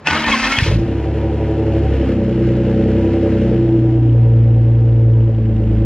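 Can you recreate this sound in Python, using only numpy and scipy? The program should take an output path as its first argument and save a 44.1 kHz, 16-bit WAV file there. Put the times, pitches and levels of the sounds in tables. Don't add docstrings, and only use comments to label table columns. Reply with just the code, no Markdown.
import sys
import numpy as np
from scipy import signal
from scipy.fft import rfft, irfft, next_fast_len
from scipy.io import wavfile
from scipy.ndimage import uniform_filter1d

SR = 44100
rng = np.random.default_rng(int(sys.argv[2]) if len(sys.argv) > 2 else 0)


def digitize_waveform(pressure):
    field = np.atleast_2d(pressure).T
    bounded = np.clip(field, -1, 1)
    quanta = np.round(bounded * 32767).astype(np.int16)
    wavfile.write(sys.argv[1], SR, quanta)


def field_ratio(decibels):
    return 10 ** (np.asarray(decibels, dtype=float) / 20)


N = 257984

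# time in seconds, beats of one three-cylinder bank in Hz.
BANK_SPEED = [(.64, 37.94), (1.3, 35.36), (1.59, 35.84), (1.77, 35.19), (2.24, 31.19), (2.49, 30.88),
              (3.18, 32.57), (3.76, 29.93), (3.9, 29.89), (4.36, 28.73), (4.86, 28.91), (5.3, 28.18),
              (5.51, 27.33), (5.85, 27.11)]
# time in seconds, boom of orders 1-4 in dB, bark of orders 5-8 in dB,
# howl of orders 9-12 in dB, crack of each firing in dB, clatter in dB.
ENGINE_LOAD = [(.65, -56, -18, -24, -10.5, -55), (.76, -20.5, -10.5, -7, -15.5, -47.5),
               (.8, -4, -15.5, -12, -11.5, -40.5), (.95, -5.5, -10.5, -11, -10.5, -40.5),
               (1.3, -7, -19, -11, -9, -42), (1.6, -7.5, -15, -6, -8.5, -40.5),
               (1.9, -1.5, -8.5, -9.5, -6.5, -39), (2.1, -3.5, -6.5, -16.5, -5, -37.5),
               (2.18, -6, -8, -14, -6.5, -41.5), (2.45, 0, -5.5, -5.5, -5, -39.5),
               (2.7, -2.5, -7, -9, -4, -40), (2.95, -1.5, -9, -8.5, -4.5, -40),
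               (3.2, -7.5, -9.5, -14.5, -3, -39), (3.5, 0, -6.5, -6, -4, -40), (3.8, -1, -2, -8, -7, -45),
               (4.1, 1.5, -13.5, -5, -14.5, -48), (4.18, 0.5, -11, -20, -11, -48.5),
               (4.6, -0.5, -12, -13, -14.5, -49.5), (5.2, -1.5, -17.5, -16.5, -12.5, -52),
               (5.3, -6, -18, -20, -13, -52), (5.75, -1.5, -12, -9, -9.5, -47)]
# multiple of the bank beat, relative level in dB.
BANK_ORDERS = [(1, -17), (2, -1.5), (3, 0), (4, 0), (5, -12.5), (6, 5), (7, 4), (8, 9), (9, 1), (10, -1.5),
               (11, 2), (12, -4)]
# lateness as a share of the firing gap, relative level in dB on the fast idle,
# in dB once settled, in dB on the lowest idle.
CYLINDERS = [(.35, -8, -1, -8), (.5, 4, -4, -10), (.5, -6, -2, 0), (.42, 4, 2, 5), (.45, -3, 0, 1),
             (.35, -8, -2, -8)]
BALANCE_S = [3.55, 3.8, 5.05, 5.3]
# frequency in Hz, relative gain in dB.
CRACK_COLOUR = [(40, -59.5), (100, -29), (150, -21.5), (250, -16.5), (320, -16), (450, -22), (600, -34),
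                (800, -35), (1100, -61), (3000, -69.5)]
# frequency in Hz, gain in dB.
RASP_EDGE = [(580, -15), (680, 1.5)]
# frequency in Hz, width in Hz, gain in dB.
PIPE_MODES = [(51.1, 5.74, -9), (69.4, 7.3, -12.5), (97.54, 1.9, -16.5), (113.3, 8.57, -8.5),
              (141.8, 12, -22.5), (189.5, 8, -22), (221.84, 6.13, -16), (263.3, 10, -23.5),
              (305.5, 29, -27), (333.35, 8.6, -10.5), (365, 50, -34.5), (437, 10, -16), (453.9, 11.4, -12),
              (505.6, 24, -12.5), (556.2, 14.4, -6), (584, 51, -33.5), (664.4, 5, -14.5), (762.4, 21, -17),
              (882, 56, -17), (967.4, 2.4, 1)]
# time in seconds, peak of the push in dB.
PUFFS = [(.586, -12), (0.626, -3.5), (.654, -13), (.681, -4), (0.701, -6), (.724, -4.5), (.741, -5.5),
         (0.759, -4), (0.777, -5.5), (.794, -8.5)]
# time in seconds, mean tooth rate in Hz.
MESH = [(.11, 292.9), (.19, 318.8), (.27, 298.7), (.37, 255.3), (.55, 272.1), (.84, 250.6)]
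# time in seconds, level in dB.
HUM = [(.11, -50.5), (.15, -25), (.26, -29.5), (.29, -21), (.37, -23), (.55, -32), (.61, -31.5)]
# frequency in Hz, width in Hz, relative gain in dB.
HOUSING_MODES = [(942, 130, 0.5), (1085, 29, -10.5), (1306, 12, 1), (1480, 14, 3), (1798, 63, 2.5),
                 (2180, 130, 0), (2560, 95, 7), (2850, 89, -2.5), (3113, 140, -2), (3310, 40, -8.5),
                 (4800, 1100, -11)]
# frequency in Hz, relative gain in dB.
GRIND_COLOUR = [(100, -15), (184, -10.5), (300, -7.5), (419, -14), (467, -11.5), (550, -13.5), (2180, -9.5),
                (3300, -16.5), (4000, -16.5), (7240, -50), (8500, -57.5), (12000, -99)]
# frequency in Hz, gain in dB.
TREBLE_LIMIT = [(6500, -4), (8500, -15), (12000, -47)]
# time in seconds, relative level in dB, ring in Hz, t60 in seconds.
CLACKS = [(0.071, -7.5, 2632, 0.073), (0.109, -13, 998, 0.043), (0.241, -16.5, 2450, 0.098),
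          (0.454, -22, 2485, 0.2), (0.523, -12, 1850, 0.036), (0.586, -8, 1858, 0.071),
          (0.649, -24.5, 2420, 0.042)]
# start in seconds, level in dB, pitch in Hz, t60 in seconds.
THUDS = [(0.052, -23.5, 152.6, 1), (0.095, -18, 82, 0.4), (0.259, -20, 51.1, 0.32),
         (0.265, -22.5, 81.7, 0.18), (0.406, -21, 46.4, 0.63)]
TICK_DB = [-54.5, -56, -58.5]
# frequency in Hz, relative gain in dB.
CLATTER_COLOUR = [(600, -47.5), (950, -4), (1100, -5.5), (1250, -2), (1660, 0), (2330, -4), (2800, -3),
                  (3800, -15), (5150, -20.5), (7240, -29.5), (8500, -36), (12000, -66.5)]
# frequency in Hz, relative density in dB per Hz.
YARD_COLOUR = [(35, -23), (60, 13.5), (590, -1), (766, -2.5), (1030, -2.5), (2260, -12), (2660, -16),
               (4850, -26), (7240, -35), (9410, -63.5), (15900, -120)]
# frequency in Hz, gain in dB.
LAG = [(60, -23.5), (500, -6.5), (1000, -20.5), (2400, -33.5), (4000, 1.5), (6500, 3.5)]
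# frequency in Hz, gain in dB.
APART = [(40, -60), (80, -46.5), (300, -31.5), (1000, -28), (2000, -26.5), (4000, -22)]
# frequency in Hz, relative density in dB per Hz.
WIDE_COLOUR = [(1500, -23), (2800, 9), (3600, 12.5), (4900, 14), (5800, 5.5), (6600, 4), (9000, 6),
               (12000, 4), (14000, -3.5), (15300, -27.5)]

CATCH_SHORT_HZ, CATCH_S = 20.9, .159
RASP_DB, RASP_DB_PER_CRACK_DB, RASP_DB_PER_HZ, RASP_REF_HZ = -6, 0.19, 1.11, 30.1
PUFF_HALF_WIDTH_S = .0024
POP_S, POP_DB = .714, -21

START_S, BITE_S, THROWN_S = 0.041, 0.069, .61
STIR_DB, ONSET_DB, GRIND_DB, BITE_RISE_S = -55, -22, -17, 0.0062
SAG_DB_PER_S, FALL_DB_PER_S = -4.5, -170
COAST_END_S, COAST_DB_PER_S = 0.745, -66.5
BRIGHT_DB, BRIGHTEN_DB_PER_S = -9.5, 17.5
LABOUR_S, LABOUR_GAP_S, LABOUR_GRIND_DB, LABOUR_WHINE_DB = 0.15, .165, 1, 3.5
WHINE_DB, SPIN_UP_S, TONE_EDGE_DB_PER_S = -30, .14, 489
HUM_HZ = 227.7
HOUSING_WAVER_DB, HOUSING_WAVER_S = 3.2, .03
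CLACK_RING_RISE_S, THUD_RISE_S = .003, .014
SQUEAL_S, SQUEAL_LENGTH_S, SQUEAL_DB, SQUEAL_FROM_HZ, SQUEAL_TO_HZ = .298, .07, -16, 2300, 2010

YARD_DB, WIDE_DB = -34, -19.5


def evened(x):
    return x / np.sqrt(np.mean(x ** 2) + 1e-20)


def columns(rows):
    s, *values = np.transpose(rows)
    return [np.interp(np.arange(N) / SR, s, v) for v in values]


def shape(x, points=None, modes=None):
    size = next_fast_len(N + SR)
    hz, z = np.fft.rfftfreq(size, 1 / SR), rfft(x, size)
    if points:
        f, db = np.transpose(points)
        z = z * field_ratio(np.interp(np.log(hz + 1), np.log(f + 1), db))
    if modes:
        z = z * sum(field_ratio(db) * 1j * hz * w / (f ** 2 - hz ** 2 + 1j * hz * w) for f, w, db in modes)
    return irfft(z, size)[:N]


def drift(seconds):
    size = round(seconds * SR)
    return evened(uniform_filter1d(uniform_filter1d(rng.standard_normal(N), size), size))


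def ring(s, db, hz, t60, rise):
    start, out = round(s * SR), np.zeros(N)
    t = np.arange(min(round(1.5 * t60 * SR), N - start)) / SR
    decay = field_ratio(db - 60 * t / t60)
    out[start:start + len(t)] = decay * (1 - np.exp(-t / rise)) * np.sin(2 * np.pi * hz * t)
    return out


def smear(x, seconds, span_hz):
    size = next_fast_len(N + SR)
    hz = np.fft.rfftfreq(size, 1 / SR)
    knots = np.arange(0, SR / 2 + span_hz, span_hz)
    delay = np.interp(hz, knots, seconds * rng.random(len(knots)))
    return irfft(rfft(x, size) * np.exp(-2j * np.pi * np.cumsum(delay) * hz[1]), size)[:N]


def speed():
    since = np.arange(N) / SR - BANK_SPEED[0][0]
    return columns(BANK_SPEED)[0] - CATCH_SHORT_HZ * np.exp(-np.maximum(since, 0) / CATCH_S)


def firings():
    running = np.arange(N) >= BANK_SPEED[0][0] * SR
    return np.cumsum(2 * speed() * running) / SR + .3


def exhaust(count, waver_db=.6):
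    *orders_db, crack_db, _ = columns(ENGINE_LOAD)
    wave = 0
    for k, db in BANK_ORDERS:
        group_db = orders_db[(int(k) - 1) // 4]
        wave = wave + field_ratio(db + group_db + waver_db * drift(0.047)) * np.cos(np.pi * k * count)
    cracks = shape(gas(firing_clicks(count), crack_db) * field_ratio(8.5), CRACK_COLOUR)
    running = np.arange(N) > ENGINE_LOAD[0][0] * SR
    return shape(running * (np.sqrt(2) * wave + cracks), modes=PIPE_MODES)


def firing_clicks(count, jitter_gaps=.008, uneven_db=.8):
    number = np.arange(1, int(count[-1]))
    late, fast_db, settled_db, low_db = np.array(CYLINDERS)[number % len(CYLINDERS)].T
    when_s = np.interp(number, count, np.arange(N) / SR)
    settled = np.interp(when_s, BALANCE_S[:2], [0, 1])
    lowest = np.interp(when_s, BALANCE_S[2:], [0, 1])
    db = fast_db + (settled_db - fast_db) * settled + (low_db - settled_db) * lowest
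    chance = rng.standard_normal((len(number), 2))
    at = np.interp(number + late - .4 + jitter_gaps * chance[:, 0], count, np.arange(N)).astype(int)
    clicks = np.zeros(N)
    clicks[at] = field_ratio(db + uneven_db * chance[:, 1])
    clicks *= SR / (speed() / 3) / np.sqrt(2 * len(CYLINDERS))
    return smear(clicks, .007, 50)


def gas(cracks, crack_db):
    power = uniform_filter1d(uniform_filter1d(cracks ** 2, 500), 500)
    flow = evened(np.sqrt(abs(power)))
    roar = np.std(cracks) * shape(rng.standard_normal(N), [(250, -5), (400, 0)])
    rasp = shape(0.51 * cracks + roar * field_ratio(1.3 * drift(0.034)), RASP_EDGE)
    rasp_db = RASP_DB + RASP_DB_PER_CRACK_DB * crack_db + RASP_DB_PER_HZ * (speed() - RASP_REF_HZ)
    low = cracks + .24 * evened(.6 + flow) * roar
    low = low - shape(low, RASP_EDGE)
    return low * field_ratio(crack_db) + rasp * field_ratio(rasp_db)


def puffs():
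    push = np.zeros(N)
    for s, db in PUFFS:
        u = (np.arange(N) / SR - s) / PUFF_HALF_WIDTH_S
        push += field_ratio(db) * (1 - u ** 2) * np.exp(-u ** 2 / 2)
    pop = sum(ring(POP_S, POP_DB, hz, 0.15, 0.002) for hz, _, _ in PIPE_MODES if 400 < hz < 600)
    return push + field_ratio(-9) * shape(push, modes=PIPE_MODES) + pop


def starter():
    (grind_db, whine_db, bright_db), mesh_hz = cranking(), columns(MESH)[0]
    t = np.arange(N) / SR
    hum_db = columns(HUM)[0] + FALL_DB_PER_S * np.maximum(t - HUM[-1][0], 0)
    on = t > START_S
    turns = np.cumsum(mesh_hz * (1 + .016 * drift(.004))) / SR
    whine = field_ratio(whine_db) * np.sin(2 * np.pi * turns)
    hum = field_ratio(hum_db) * np.sin(2 * np.pi * HUM_HZ * t + 0.58 * drift(0.041))
    blows, clacks = pinion_blows()
    thuds = sum(ring(*row, THUD_RISE_S) for row in THUDS)
    level = on * field_ratio(grind_db + .8 * bright_db) + .2 * blows
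    turning = on * (field_ratio(grind_db) * gear_grind(turns, bright_db) + np.sqrt(2) * (whine + hum))
    return turning + clacks + thuds + squeal(), level


def cranking():
    t = np.arange(N) / SR
    labour = np.cos(2 * np.pi * (t - LABOUR_S) / LABOUR_GAP_S) * (t < THROWN_S)
    turning, after = np.clip(t, BITE_S, THROWN_S) - BITE_S, np.maximum(t - THROWN_S, 0)
    grind_db = np.interp(t, [START_S, BITE_S - BITE_RISE_S, BITE_S], [STIR_DB, ONSET_DB, GRIND_DB])
    grind_db += SAG_DB_PER_S * turning + COAST_DB_PER_S * after
    grind_db += FALL_DB_PER_S * np.maximum(t - COAST_END_S, 0)
    whine_db = WHINE_DB - TONE_EDGE_DB_PER_S * (np.maximum(SPIN_UP_S - t, 0) + after)
    whine_db += LABOUR_WHINE_DB * labour
    return grind_db + LABOUR_GRIND_DB * labour, whine_db, BRIGHT_DB + BRIGHTEN_DB_PER_S * turning


def gear_grind(turns, bright_db):
    teeth = (.5 + np.exp(-(turns % 1) / .3)) * field_ratio(2 * drift(.01)) * rng.standard_normal(N)
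    overtones = sum(field_ratio(6 * drift(.018)) * np.cos(2 * np.pi * k * turns) for k in range(2, 13))
    teeth += .08 * (np.arange(N) < THROWN_S * SR) * overtones
    housing = sum(field_ratio(HOUSING_WAVER_DB * drift(HOUSING_WAVER_S)) * shape(teeth, TREBLE_LIMIT, [mode])
                  for mode in HOUSING_MODES)
    grind = evened(evened(housing) + 1.4 * evened(shape(teeth, GRIND_COLOUR)))
    high = shape(grind, [(1500, -34.5), (2500, -2.5)])
    return grind - high + high * field_ratio(bright_db)


def pinion_blows():
    blows, rings = np.zeros((2, N))
    for s, db, hz, t60 in CLACKS:
        t = np.arange(N) / SR - s
        blows += field_ratio(db) * np.clip(t / .0015, 0, 1) * np.exp(-np.maximum(t, 0) / 0.0022)
        rings += sum(ring(s, db - 3.5, hz * ratio, t60, CLACK_RING_RISE_S) for ratio in (.955, 1, 1.03))
    noise = evened(shape(rng.standard_normal(N), TREBLE_LIMIT, HOUSING_MODES))
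    knock = 0.87 * shape(blows * noise, [(3500, 7.5), (8000, -7.5)])
    return blows, knock + rings


def squeal():
    u = np.clip((np.arange(N) / SR - SQUEAL_S) / SQUEAL_LENGTH_S, 0, 1)
    slide_hz = SQUEAL_FROM_HZ + (SQUEAL_TO_HZ - SQUEAL_FROM_HZ) * u
    turns = np.cumsum(slide_hz * (1 + .012 * drift(.003))) / SR
    tone = np.sin(2 * np.pi * turns) + field_ratio(-4.5) * np.sin(2 * np.pi * 1.5 * turns)
    return field_ratio(SQUEAL_DB + 2 * drift(.004)) * np.sin(np.pi * u) ** 2 * tone


def clatter(count):
    running = np.clip((np.arange(N) / SR - ENGINE_LOAD[0][0]) / .08, 0, 1)
    level = field_ratio(columns(ENGINE_LOAD)[-1] + 0.65 * drift(0.03) + 0.55 * drift(0.012)) * running
    gate = evened(1.3 + np.exp(-(count % 1) / 0.77))
    hiss = evened(shape(gate * rng.standard_normal(N), CLATTER_COLOUR))
    pairs = np.maximum(count - .15, 0) / 2
    number = pairs.astype(int)
    chance_db = 1.8 * rng.standard_normal(number[-1] + 1)[number]
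    size = field_ratio(np.array(TICK_DB)[number % len(TICK_DB)] + chance_db)
    tick = np.exp(-(pairs % 1) / .06) * field_ratio(1.5 * drift(.03)) * rng.standard_normal(N)
    tick = shape(size * evened(tick), [(3500, 13.0), (6000, 0.0)], [(2930, 450, 0)])
    return level * hiss + tick * running, level * gate


def yard():
    level_db = columns([(.05, -4.5), (.09, -8.5)])[0]
    return field_ratio(YARD_DB + level_db) * evened(shape(rng.standard_normal(N), YARD_COLOUR))


def scene():
    count = firings()
    (grind, grind_level), (rattle, rattle_level) = starter(), clatter(count)
    mid = exhaust(count) + puffs() + grind + rattle + yard()
    side = shape(np.gradient(mid), LAG)
    side += shape(mid, [(500, -69.5), (1200, -25.5), (2500, -26.5), (5000, -15.5), (8000, -30.5)])
    side += shape(smear(mid, .02, 60), APART)
    treble = evened(shape(rng.standard_normal(N), WIDE_COLOUR))
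    side += field_ratio(WIDE_DB) * (field_ratio(5.5) * grind_level + rattle_level + field_ratio(-57.5)) * treble
    return np.array([mid + side, mid - side])


def low_pass(x):
    return signal.sosfilt(signal.butter(12, 15100, fs=SR, output="sos"), x)


def record(dry):
    cut = signal.lfilter(*signal.butter(3, 38, "high", fs=SR), dry)
    knee = 1.6
    return low_pass(knee * np.tanh(cut / knee))


dry = scene()
out = record(dry)
digitize_waveform(out)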